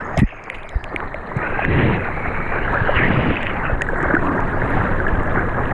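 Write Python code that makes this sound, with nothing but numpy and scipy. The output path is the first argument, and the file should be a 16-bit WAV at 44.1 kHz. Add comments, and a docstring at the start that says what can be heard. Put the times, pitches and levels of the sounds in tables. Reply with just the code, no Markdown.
"""Sea water washing round a paddled surfboard, heard from a sealed, wet microphone on the deck.
Clouds of ringing bubbles make the bed: churn under the hull, wash along the rails, fizz and foam
at the nose, all riding the flow over the rumble of the rocking board. A film of water on the
microphone port sings, gurgles and muffles the treble. Trapped air gulps and slaps, spray hisses,
and drops tick on the housing and pop the wet port. Faint, whistly bands of hiss sit on top."""
import sys
import numpy as np
from scipy import signal
from scipy.fft import rfft, irfft
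from scipy.io import wavfile
from scipy.ndimage import uniform_filter1d, minimum_filter1d

SR = 44100
rng = np.random.default_rng(int(sys.argv[2]) if len(sys.argv) > 2 else 0)


def inscribe(sig):
    """Save sig as 16-bit PCM at rate SR to the path in sys.argv[1].

    A 1-D sig is mono; a 2-D sig holds one channel per row.
    Samples are clipped to [-1, 1] before scaling.
    """
    pcm = np.round(np.clip(np.atleast_2d(sig).T, -1, 1) * 32767)
    wavfile.write(sys.argv[1], SR, pcm.astype(np.int16))


N = 252693

# Water flowing past the board. Each row: time in seconds, strength in dB against full speed.
FLOW = [(0, -4.5), (.17, -4.5), (.25, -13.5), (.33, -10), (.55, -8.5), (.68, -9.5), (.8, -8), (.97, -5.5),
        (1.22, -6.5), (1.43, -3), (1.645, -3.5), (1.665, -8), (1.76, -1.5), (2.0, -3), (2.5, -2.5),
        (3.25, -2.5), (3.4, -3.5), (3.55, -2), (3.83, -3), (4.3, 0), (4.5, -1), (4.8, 1), (5.0, -1),
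        (5.38, 0), (5.5, -1.34), (5.73, 0)]
# The rumble's fader ride. Each row: time in seconds, level in dB.
ROCKING = [(0, -41), (.17, -28), (.3, -35.5), (.44, -46), (.56, -34), (.88, -34), (1.02, -30), (1.36, -36),
           (1.5, -26), (2.1, -27.5), (2.5, -23.5), (3.0, -21.5), (3.42, -27.5), (3.68, -24), (4.55, -23.5),
           (5.1, -20), (5.73, -24.5)]
# Tone curves of the noise layers. Each row: frequency in Hz, relative level in dB.
ROCK_EQ = [(10, 5), (20, 5), (29, -4.5), (40, -10), (55, -8.5), (90, -10.5), (200, -44)]
CHURN_EQ = [(40, -14.5), (75, -6), (125, 0), (195, -3), (300, -3.5), (400, -8.5), (550, -12), (1100, -24)]
WASH_EQ = [(180, -4), (380, -0.5), (550, 1.5), (850, 3), (1250, 2.5), (1600, -9), (2300, -52)]
FIZZ_EQ = [(900, -23), (1300, -2.5), (1600, 3.5), (1850, -0.5), (2200, -11.5), (2800, -44), (4000, -45)]
FOAM_EQ = [(1600, -1.5), (2100, 0), (2500, -3), (2900, -8.5), (3400, -13.5), (4100, -17.5), (4700, -68),
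           (6000, -62.5)]
SPRAY_EQ = [(3000, 3), (4100, -7.5), (4800, -7.5), (5800, -7.5), (6700, -1.5), (8500, -3), (10000, -7.5),
            (12000, -14), (14500, -27.5)]
HOLLOW_EQ = [(30, -19), (60, -7.5), (205, -3), (254, 5.5), (320, -4), (450, -15.5), (518, 9.5),
             (627, -24.5), (772, 0), (1230, -38), (2310, -33.5), (3820, -45), (9000, -58), (14000, -65)]
# Water breaks over the nose. Each row: start and length in seconds, wash and fizz levels in dB.
SPLASHES = [(0, 0.0026, -42, -19), (0.046, 0.081, -31, -42), (0.172, 0.014, -22, -53),
            (0.465, 0.038, -37, -41), (0.913, 0.16, -33.5, -56), (1.37, 0.085, -28.5, -32),
            (1.49, 0.11, -30, -45), (1.602, 0.035, -36, -23), (2.05, 0.04, -32, -27.5),
            (2.21, 0.11, -36, -36), (2.513, 0.072, -27, -28.5), (2.607, 0.087, -40, -28),
            (2.712, 0.035, -23.5, -31), (2.822, 0.15, -37, -30), (2.98, 0.051, -50, -24),
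            (3.552, 0.17, -32.5, -30), (3.949, 0.14, -26.5, -25), (4.087, 0.069, -25, -24.5),
            (4.346, 0.078, -26.5, -31), (4.604, 0.02, -26, -29), (4.762, 0.124, -35.5, -31.5),
            (5.032, 0.053, -30, -30), (5.16, 0.042, -28, -49), (5.343, 0.08, -25, -25),
            (5.557, 0.036, -24, -27)]
# The board ploughs in. Each row: start and length in seconds, churn, wash and foam levels in dB.
SURGES = [(1.609, 0.32, -16, -30.5, -31.5), (2.618, 0.34, -39, -28.5, -37.5), (2.938, 0.36, -18, -29, -35),
          (4.586, 0.25, -27.5, -49, -42)]
# The film's note, sinking as the film thickens. Each row: time in seconds, pitch in Hz.
FILM_PITCH = [(0, 1690), (.2, 1930), (.27, 2800), (.42, 2230), (.6, 2510), (.79, 1680), (1.0, 1900),
              (1.28, 1740), (1.47, 2490), (1.85, 2810), (2.12, 2235), (2.6, 2270), (2.69, 1780),
              (2.9, 1710), (3.12, 2910), (3.5, 2920), (3.62, 1850), (3.8, 1510), (4.15, 1550), (4.7, 1695),
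              (5.73, 1650)]
# A faint, wandering band of hiss. Each row: time in seconds, centre in Hz, level in dB.
TREBLE_HISS = [(0, 5200, -67), (.1, 5040, -72), (.32, 5000, -76), (.39, 4900, -82), (.46, 4600, -70),
               (.63, 4600, -76), (.7, 5000, -70), (.85, 4300, -65), (1.0, 3930, -63.5), (2.6, 3930, -61.5),
               (3.2, 4680, -64), (3.75, 4000, -71), (4.75, 4500, -68.5), (5.73, 3950, -82)]
# Faint, thin, whistly bands of hiss in the treble, some sliding in pitch.
# Each row: start and length in seconds, first and last pitch in Hz, level in dB, sharpness as Q.
WHISTLES = [(.02, 0.18, 6660, 6550, -62, 8), (.16, 0.021, 4960, 5050, -50, 6.6),
            (.25, .14, 6440, 6480, -70, 12), (.41, 0.21, 6600, 6900, -75, 9),
            (.49, 0.27, 9300, 9300, -74, 6.3), (.66, 0.12, 3870, 3900, -64, 7.4),
            (.66, .38, 5350, 4370, -72, 12), (3.81, 0.22, 7740, 7400, -65, 2.3)]
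# A sheet of water runs over the port with a gliding gurgle. Each row reads as in WHISTLES.
GURGLES = [(.176, 0.019, 2010, 1886, -24, 6.4), (.282, 0.031, 2860, 2330, -38, 3.3),
           (.66, 0.084, 2450, 2040, -48, 9), (.74, 0.15, 1850, 1690, -49, 7.3),
           (1.41, 0.28, 1430, 1664, -29, 5.2), (1.595, 0.04, 2470, 2480, -30, 5.5),
           (1.67, 0.079, 2020, 1880, -30, 7.8), (2.1, 0.47, 2114, 2336, -37, 7.8),
           (2.58, .06, 2370, 2870, -40.5, 5), (2.655, 0.36, 1615, 1626, -29.5, 4.3),
           (2.718, 0.056, 1200, 1500, -23.5, 4.6), (2.83, 0.25, 2850, 2930, -40.5, 4.3),
           (2.885, 0.049, 590, 1000, -29.5, 3), (2.94, 0.058, 2820, 2370, -25, 2.9),
           (2.94, 0.12, 1830, 1910, -21.5, 2.8), (3.63, 0.023, 2640, 2550, -29.5, 4.2),
           (3.64, 0.057, 1080, 1390, -28.5, 2.4), (3.665, 0.041, 2620, 2570, -44, 33),
           (4.215, 0.1, 940, 1135, -24, 2.3), (4.22, 0.14, 325, 220, -25.5, 2.8)]
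# Single large bubbles gulp, and the hull slaps shut on big pockets of air.
# Each row: start in seconds, peak level in dB, starting pitch in Hz.
GULPS = [(.170, -10, 625), (1.143, -17.5, 580), (1.3165, -20, 950), (1.591, -9.5, 750), (1.619, -20, 590),
         (2.586, -13.5, 1530), (2.6788, -13.5, 1570), (2.7386, -24, 1270), (2.7735, -12, 1610),
         (2.804, -13, 1530), (2.8733, -13, 1400), (2.892, -11, 553), (2.924, -17, 940), (2.989, -18, 2280),
         (3.034, -8, 1820), (3.044, -13, 1800), (3.0905, -16, 1620), (3.1058, -14, 1520),
         (3.305, -13.5, 480), (3.367, -13.5, 2450), (3.697, -14, 593), (3.8098, -14.5, 1620),
         (3.866, -20, 1800), (3.8878, -10.5, 1560), (3.931, -12, 490), (4.03, -11.5, 328),
         (4.055, -12, 574), (4.108, -9.5, 1460), (4.139, -5, 291), (4.1665, -6.5, 1390), (4.179, -23, 1760),
         (5.0873, -13.5, 1620), (5.371, -11, 382), (5.375, -13, 1410)]
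SLAPS = [(.176, -10, 175), (.187, -7.5, 110), (.189, -15.5, 300), (.218, -3, 184), (.229, -4.5, 260),
         (.238, -7.5, 48.3), (.757, -8, 58.7), (.943, -18, 404), (1.364, -10, 160), (2.275, -17, 85),
         (2.815, -9.5, 133), (2.965, -9.5, 80), (3.727, -9, 53), (3.73, -17.5, 140), (5.126, -6.5, 53)]
# Drops hit the housing. Each row: start in seconds, ring level in dB, settled ring pitch in Hz,
# seconds for the ring to fall 60 dB, tick gain in dB, tick centre in Hz.
DROPS = [(0.175, -24, 3250, 0.007, -17, 6200), (0.1784, -35, 3180, 0.0053, -24, 8600),
         (0.191, -20, 2630, 0.0048, -19, 7800), (.1975, -16, 1840, 0.013, -30, 7500),
         (.2037, -28, 2070, 0.0067, -38, 9000), (0.214, -25, 1970, .006, -41, 8600),
         (.4392, -44, 2580, .005, -28.5, 6300), (0.4999, -10.5, 2040, 0.005, -26.5, 7900),
         (.632, -34, 3320, 0.0046, -44, 7500), (.6913, -27, 3150, 0.0026, -29, 7000),
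         (.8412, -17.5, 2420, 0.003, -28, 6840), (0.9614, -8.5, 2190, 0.0078, -29.5, 7600),
         (1.0029, -11.5, 1440, 0.0043, -62, 7500), (1.143, -17.5, 2060, 0.0085, -40, 7350),
         (1.369, -38, 2100, .008, -32.5, 6600), (1.6453, -13, 1650, .007, -48, 6500),
         (1.6493, -5, 1820, 0.0078, -35, 7040), (2.404, -16, 1270, 0.0059, -57, 7500),
         (3.357, -15, 2000, 0.0026, -54, 6800), (3.4298, -13.5, 2220, 0.0027, -31.5, 6500),
         (3.468, -10, 1960, 0.004, -38, 6300), (3.8187, -8.5, 1880, 0.021, -17.5, 6660),
         (3.8192, -13, 2360, 0.0039, -20, 7200), (4.028, -17, 1770, .009, -26, 6300),
         (4.15, -6.5, 1650, 0.018, -37, 7500), (4.269, -27, 2520, 0.011, -48, 7500),
         (4.404, -28, 2280, .008, -35, 6000), (4.703, -39, 1900, .008, -37, 10000),
         (5.001, -13.5, 1540, 0.027, -52, 7500), (5.081, -29, 2800, 0.01, -44, 7500),
         (5.232, -39, 1900, .008, -38, 7650), (5.655, -27, 2670, 0.0074, -50, 7500)]
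# Spray showers the housing. Each row: start and length in seconds, level in dB, release in seconds.
SHOWERS = [(0.176, 0.025, -50.5, 0.011), (0.542, .008, -59, 0.015), (2.72, 0.024, -63, 0.0064),
           (3.82, 0.15, -84, 0.072), (4, .015, -65, .02), (4.246, 0.018, -62, 0.012),
           (4.63, 0.083, -70, 0.087)]

SPLASH_ATTACK_RELEASE_S, SURGE_ATTACK_RELEASE_S = (0.012, 0.01), (0.12, 0.052)


def from_db(db):
    """Decibels to gain."""
    return 10 ** (np.asarray(db) / 20)


def rms_one(x):
    """Scale to unit power."""
    return x / np.sqrt(np.mean(x ** 2) + 1e-20)


def levelled(x, window):
    """Ride the gain to hold the power near 1 over a window of samples."""
    return x / np.sqrt(uniform_filter1d(x ** 2, size=window) + 1e-12)


def add(out, start, sound):
    """Mix a short sound in at a start in seconds."""
    i = int(np.clip(start * SR, 0, N - 1))
    out[i:i + len(sound)] += sound[:N - i]


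def colour(x, eq):
    """Shape a sound by a tone curve that falls away steeply past both ends; unit power."""
    hz, db = np.transpose(eq)
    log_hz = np.log(np.arange(N // 2 + 1) * SR / N + 1e-3)
    outside = np.maximum(log_hz - np.log(hz[-1]), 0) + np.maximum(np.log(hz[0]) - log_hz, 0)
    shape = from_db(np.interp(log_hz, np.log(hz), db) - 50 * outside)
    return rms_one(irfft(rfft(x) * shape, N))


def drift(rate_hz):
    """A smooth random wobble with a spread of 1."""
    step = 40   # samples per control point
    pole = np.exp(-2 * np.pi * rate_hz * step / SR)
    noise = rng.standard_normal(N // step + 2002)
    slow = signal.lfilter([1], [1, -2 * pole, pole * pole], noise)[2000:]
    return np.interp(np.arange(N) / step, np.arange(len(slow)), rms_one(slow))


def automation(rows):
    """One value per sample for each column after the time."""
    times, *columns = np.transpose(rows)
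    return [np.interp(np.arange(N) / SR, times, column) for column in columns]


def envelope(start, length, attack, release):
    """Rise, hold until the length is over, die away."""
    age = np.arange(N) / SR - start
    return np.clip(age / attack, 0, 1) * np.exp(-np.clip((age - length) / release, 0, 20))


def bursts(rows, attack, release):
    """Summed envelopes of a cue list, one gain curve per level column."""
    return sum(np.outer(from_db(levels), envelope(start, length, attack, release))
               for start, length, *levels in rows)


def flow_gain(db, follow, thin_db=0):
    """Move a base level by follow dB per dB of flow, and by thin_db per octave of film pitch."""
    thinness = np.log2(automation(FILM_PITCH)[0] / 2000)
    return from_db(db + follow * automation(FLOW)[0] + thin_db * thinness)


def bubbles(low_hz, high_hz, cycles, spread_db, rise, count):
    """Bubbles of random size ring for some cycles, rising in pitch as they near the surface."""
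    out = np.zeros(N)
    for when, size, strength, damping, sign in rng.random((count, 5)):
        hz = low_hz * (high_hz / low_hz) ** size
        t60 = cycles * 2 ** (2 * damping - 1) / hz
        age = np.arange(int(t60 * SR) + 1) / (t60 * SR)
        level_db = spread_db * min(-np.log(1 - strength), 3.5)
        phase = 2 * np.pi * hz * t60 * age * (1 + rise * age / 2)
        ring = np.sin(phase) * np.exp(-np.log(1000) * age)
        add(out, when * N / SR, np.sign(sign - .5) * from_db(level_db) * ring)
    return out


def water(eq, grains, grain_share, flicker_db, flicker_hz):
    """Single close bubbles over the blur of countless far ones, arriving in lumps."""
    close = np.sqrt(grain_share) * colour(grains, eq)
    far = np.sqrt(1 - grain_share) * colour(rng.standard_normal(N), eq)
    return levelled((close + far) * from_db(flicker_db * drift(flicker_hz)), window=7000)


def resonance(hz, q, flicker_db, stages=4, block=400):
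    """Flickering noise through a steep-sided resonance that follows a pitch curve."""
    noise = rng.standard_normal(len(hz)) * from_db(flicker_db * drift(35)[:len(hz)])
    out, state = np.zeros(len(hz)), np.zeros((stages, 2))
    for i in range(0, len(hz), block):
        angle = 2 * np.pi * hz[i] / SR
        pole = np.exp(-angle / (2 * q))
        gain = (1 - pole ** 2) / 2
        stage = [gain, 0, -gain, 1, -2 * pole * np.cos(angle), pole ** 2]
        out[i:i + block], state = signal.sosfilt([stage] * stages, noise[i:i + block], zi=state)
    return levelled(out, window=5000)


def rocking():
    """The board rocks on the swell with a deep rumble."""
    rumble = levelled(colour(rng.standard_normal(N), ROCK_EQ), window=9000)
    return from_db(automation(ROCKING)[0]) * rumble


def churn(accents):
    """Big bubbles under the hull give the water its low body."""
    grains = bubbles(68, 507, cycles=9.1, spread_db=1, rise=0.34, count=1100)
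    bed = water(CHURN_EQ, grains, grain_share=0.39, flicker_db=0, flicker_hz=24)
    return np.hypot(flow_gain(-23.5, follow=2.34), accents) * bed


def wash(accents):
    """Middle-sized bubbles run along the rails and fill the midrange."""
    grains = bubbles(340.1, 1528, cycles=32.2, spread_db=3, rise=0.21, count=2200)
    bed = water(WASH_EQ, grains, grain_share=0.53, flicker_db=1.5, flicker_hz=83)
    return np.hypot(flow_gain(-25, follow=1.46, thin_db=1), accents) * bed


def fizz(accents):
    """Small bubbles sparkle at the nose, louder when the film is thin."""
    grains = bubbles(1174, 2324, cycles=41, spread_db=4.5, rise=0.075, count=2200)
    bed = water(FIZZ_EQ, grains, grain_share=0.75, flicker_db=2, flicker_hz=98)
    return np.hypot(flow_gain(-28.5, follow=2, thin_db=4.5), accents) * bed


def foam_cloud():
    """The finest bubbles ring high and short."""
    grains = bubbles(1788, 4420, cycles=20, spread_db=-1, rise=0.038, count=2800)
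    return water(FOAM_EQ, grains, grain_share=0.74, flicker_db=2.5, flicker_hz=13)


def under_film(x, order=10, block=900):
    """The film on the port muffles everything from a little above its own pitch."""
    edge_hz = 1.163 * automation(FILM_PITCH)[0]
    out, state = np.zeros(N), np.zeros((order // 2, 2))
    for i in range(0, N, block):
        muffle = signal.butter(order, edge_hz[i], fs=SR, output="sos")
        out[i:i + block], state = signal.sosfilt(muffle, x[i:i + block], zi=state)
    return out


def foam(splashed, thrown):
    """Foam is dull through the film, bright where it leaks past or is thrown at the port."""
    dull = np.hypot(flow_gain(-33, follow=1.3, thin_db=12.5), splashed) * under_film(foam_cloud())
    bright = np.hypot(flow_gain(-42.5, follow=1.44), thrown) * foam_cloud()
    return dull + bright


def film():
    """Water lying over the port sings with the flow, higher and softer as it drains."""
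    note = resonance(automation(FILM_PITCH)[0], q=7, flicker_db=2.5)
    return flow_gain(-37, follow=0.99, thin_db=-5.5) * note


def treble_hiss():
    """A faint, flickering hiss wanders between about 4 and 5 kHz."""
    hz, db = automation(TREBLE_HISS)
    return from_db(db) * resonance(hz, q=4.2, flicker_db=5)


def spray(accents):
    """A faint hiss with the prickle of tiny droplets."""
    droplets = bubbles(4000, 12000, cycles=18, spread_db=3, rise=.05, count=900)
    mist = water(SPRAY_EQ, droplets, grain_share=0.15, flicker_db=0.8, flicker_hz=9.7)
    return np.hypot(flow_gain(-63, follow=1.28), accents) * mist


def glides(rows, flicker_db, attack_s=0.032, release_s=0.024):
    """Narrow bands of noise swell for a moment, sliding from one pitch to another."""
    out = np.zeros(N)
    t = np.arange(SR // 2) / SR
    for start, length, from_hz, to_hz, db, q in rows:
        hz = np.interp(t, [0, length], [from_hz, to_hz])
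        shape = np.minimum(t / attack_s, 1) * np.exp(-np.maximum(t - length, 0) / release_s)
        add(out, start, from_db(db) * shape * resonance(hz, q, flicker_db))
    return out


def air_pockets(rows, glide_octaves):
    """Trapped air swells into a brief ring and dies, gliding as the pocket changes size."""
    out = np.zeros(N)
    for start, db, hz in rows:
        swell_s = 0.0028 * (390 / hz) ** 0.36   # higher pockets swell faster
        age = np.arange(int(10 * swell_s * SR)) / (swell_s * SR)
        pitch = hz * 2 ** (glide_octaves * np.tanh(age / 2))
        shape = (age * np.exp(1 - age)) ** 1.05
        add(out, start, from_db(db) * shape * np.sin(2 * np.pi * np.cumsum(pitch) / SR))
    return out


def drops(splat_s=0.00041, sag=0.54, sag_s=0.00027, touch_s=0.00043, tick_width=1.27):
    """A drop ticks on the housing and pops the wet port, whose pitch sags as the water spreads."""
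    rings, ticks = np.zeros((2, N))
    t = np.arange(SR // 20) / SR
    for start, ring_db, hz, t60, tick_db, tick_hz in DROPS:
        shape = (1 - np.exp(-t / touch_s)) ** 2 * np.exp(-np.log(1000) * t / t60)
        phase = 2 * np.pi * hz * (t + sag * sag_s * (1 - np.exp(-t / sag_s)))
        add(rings, start, from_db(ring_db) * shape / shape.max() * np.sin(phase))
        band_hz = [tick_hz / tick_width, tick_hz * tick_width]
        housing = signal.butter(3, band_hz, "band", fs=SR, output="sos")
        splat = t / splat_s * np.exp(-t / splat_s) * 2 * rng.standard_normal(len(t))
        add(ticks, start, from_db(tick_db) * signal.sosfilt(housing, splat))
    wet_port = signal.butter(10, 3850, fs=SR, output="sos")
    return signal.sosfilt(wet_port, rings + 1e-18) + ticks


def hollow_ring(full_db=-41, full_at_s=4.47, rise_db_per_s=12.5):
    """A faint, hollow ring fades up as the board gathers speed."""
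    seconds_to_go = np.maximum(full_at_s - np.arange(N) / SR, 0)
    return from_db(full_db - rise_db_per_s * seconds_to_go) * colour(rng.standard_normal(N), HOLLOW_EQ)


def scene():
    """The water sits dead centre; only the hollow ring gives it stereo width."""
    splash_wash, splash_fizz = bursts(SPLASHES, *SPLASH_ATTACK_RELEASE_S)
    surge_churn, surge_wash, surge_foam = bursts(SURGES, *SURGE_ATTACK_RELEASE_S)
    showers = sum(from_db(db) * envelope(start, length, attack=0.0016, release=release)
                  for start, length, db, release in SHOWERS)
    bands = film() + treble_hiss() + glides(GURGLES, flicker_db=1.3) + glides(WHISTLES, flicker_db=5.4)
    sea = rocking() + churn(surge_churn) + wash(splash_wash + surge_wash) + fizz(splash_fizz)
    sea += foam(splashed=from_db(-10) * splash_fizz, thrown=surge_foam + from_db(22) * showers)
    pockets = air_pockets(GULPS, glide_octaves=0.11) + air_pockets(SLAPS, glide_octaves=-0.41)
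    centre = sea + bands + spray(showers) + pockets + drops()
    side = hollow_ring()
    return np.array([centre + side, centre - side])


def record(dry, ceiling_db=-3.4, limiter_s=.004, fade_s=.01, cutoff_hz=16000):
    """A limiter holds the peaks down, the ends are eased in and out, and the very top is cut."""
    span = int(limiter_s * SR)
    allowed = np.minimum(from_db(ceiling_db) / (np.abs(dry).max(axis=0) + 1e-9), 1)
    gain = uniform_filter1d(minimum_filter1d(allowed, size=span), size=span)
    t = np.arange(N) / SR
    fades = np.clip(np.minimum(t, t[::-1]) / fade_s, 0, 1)
    top_cut = signal.cheby2(12, 70, cutoff_hz, fs=SR, output="sos")
    return signal.sosfilt(top_cut, dry * gain * fades)


dry = scene()
out = record(dry)
inscribe(out)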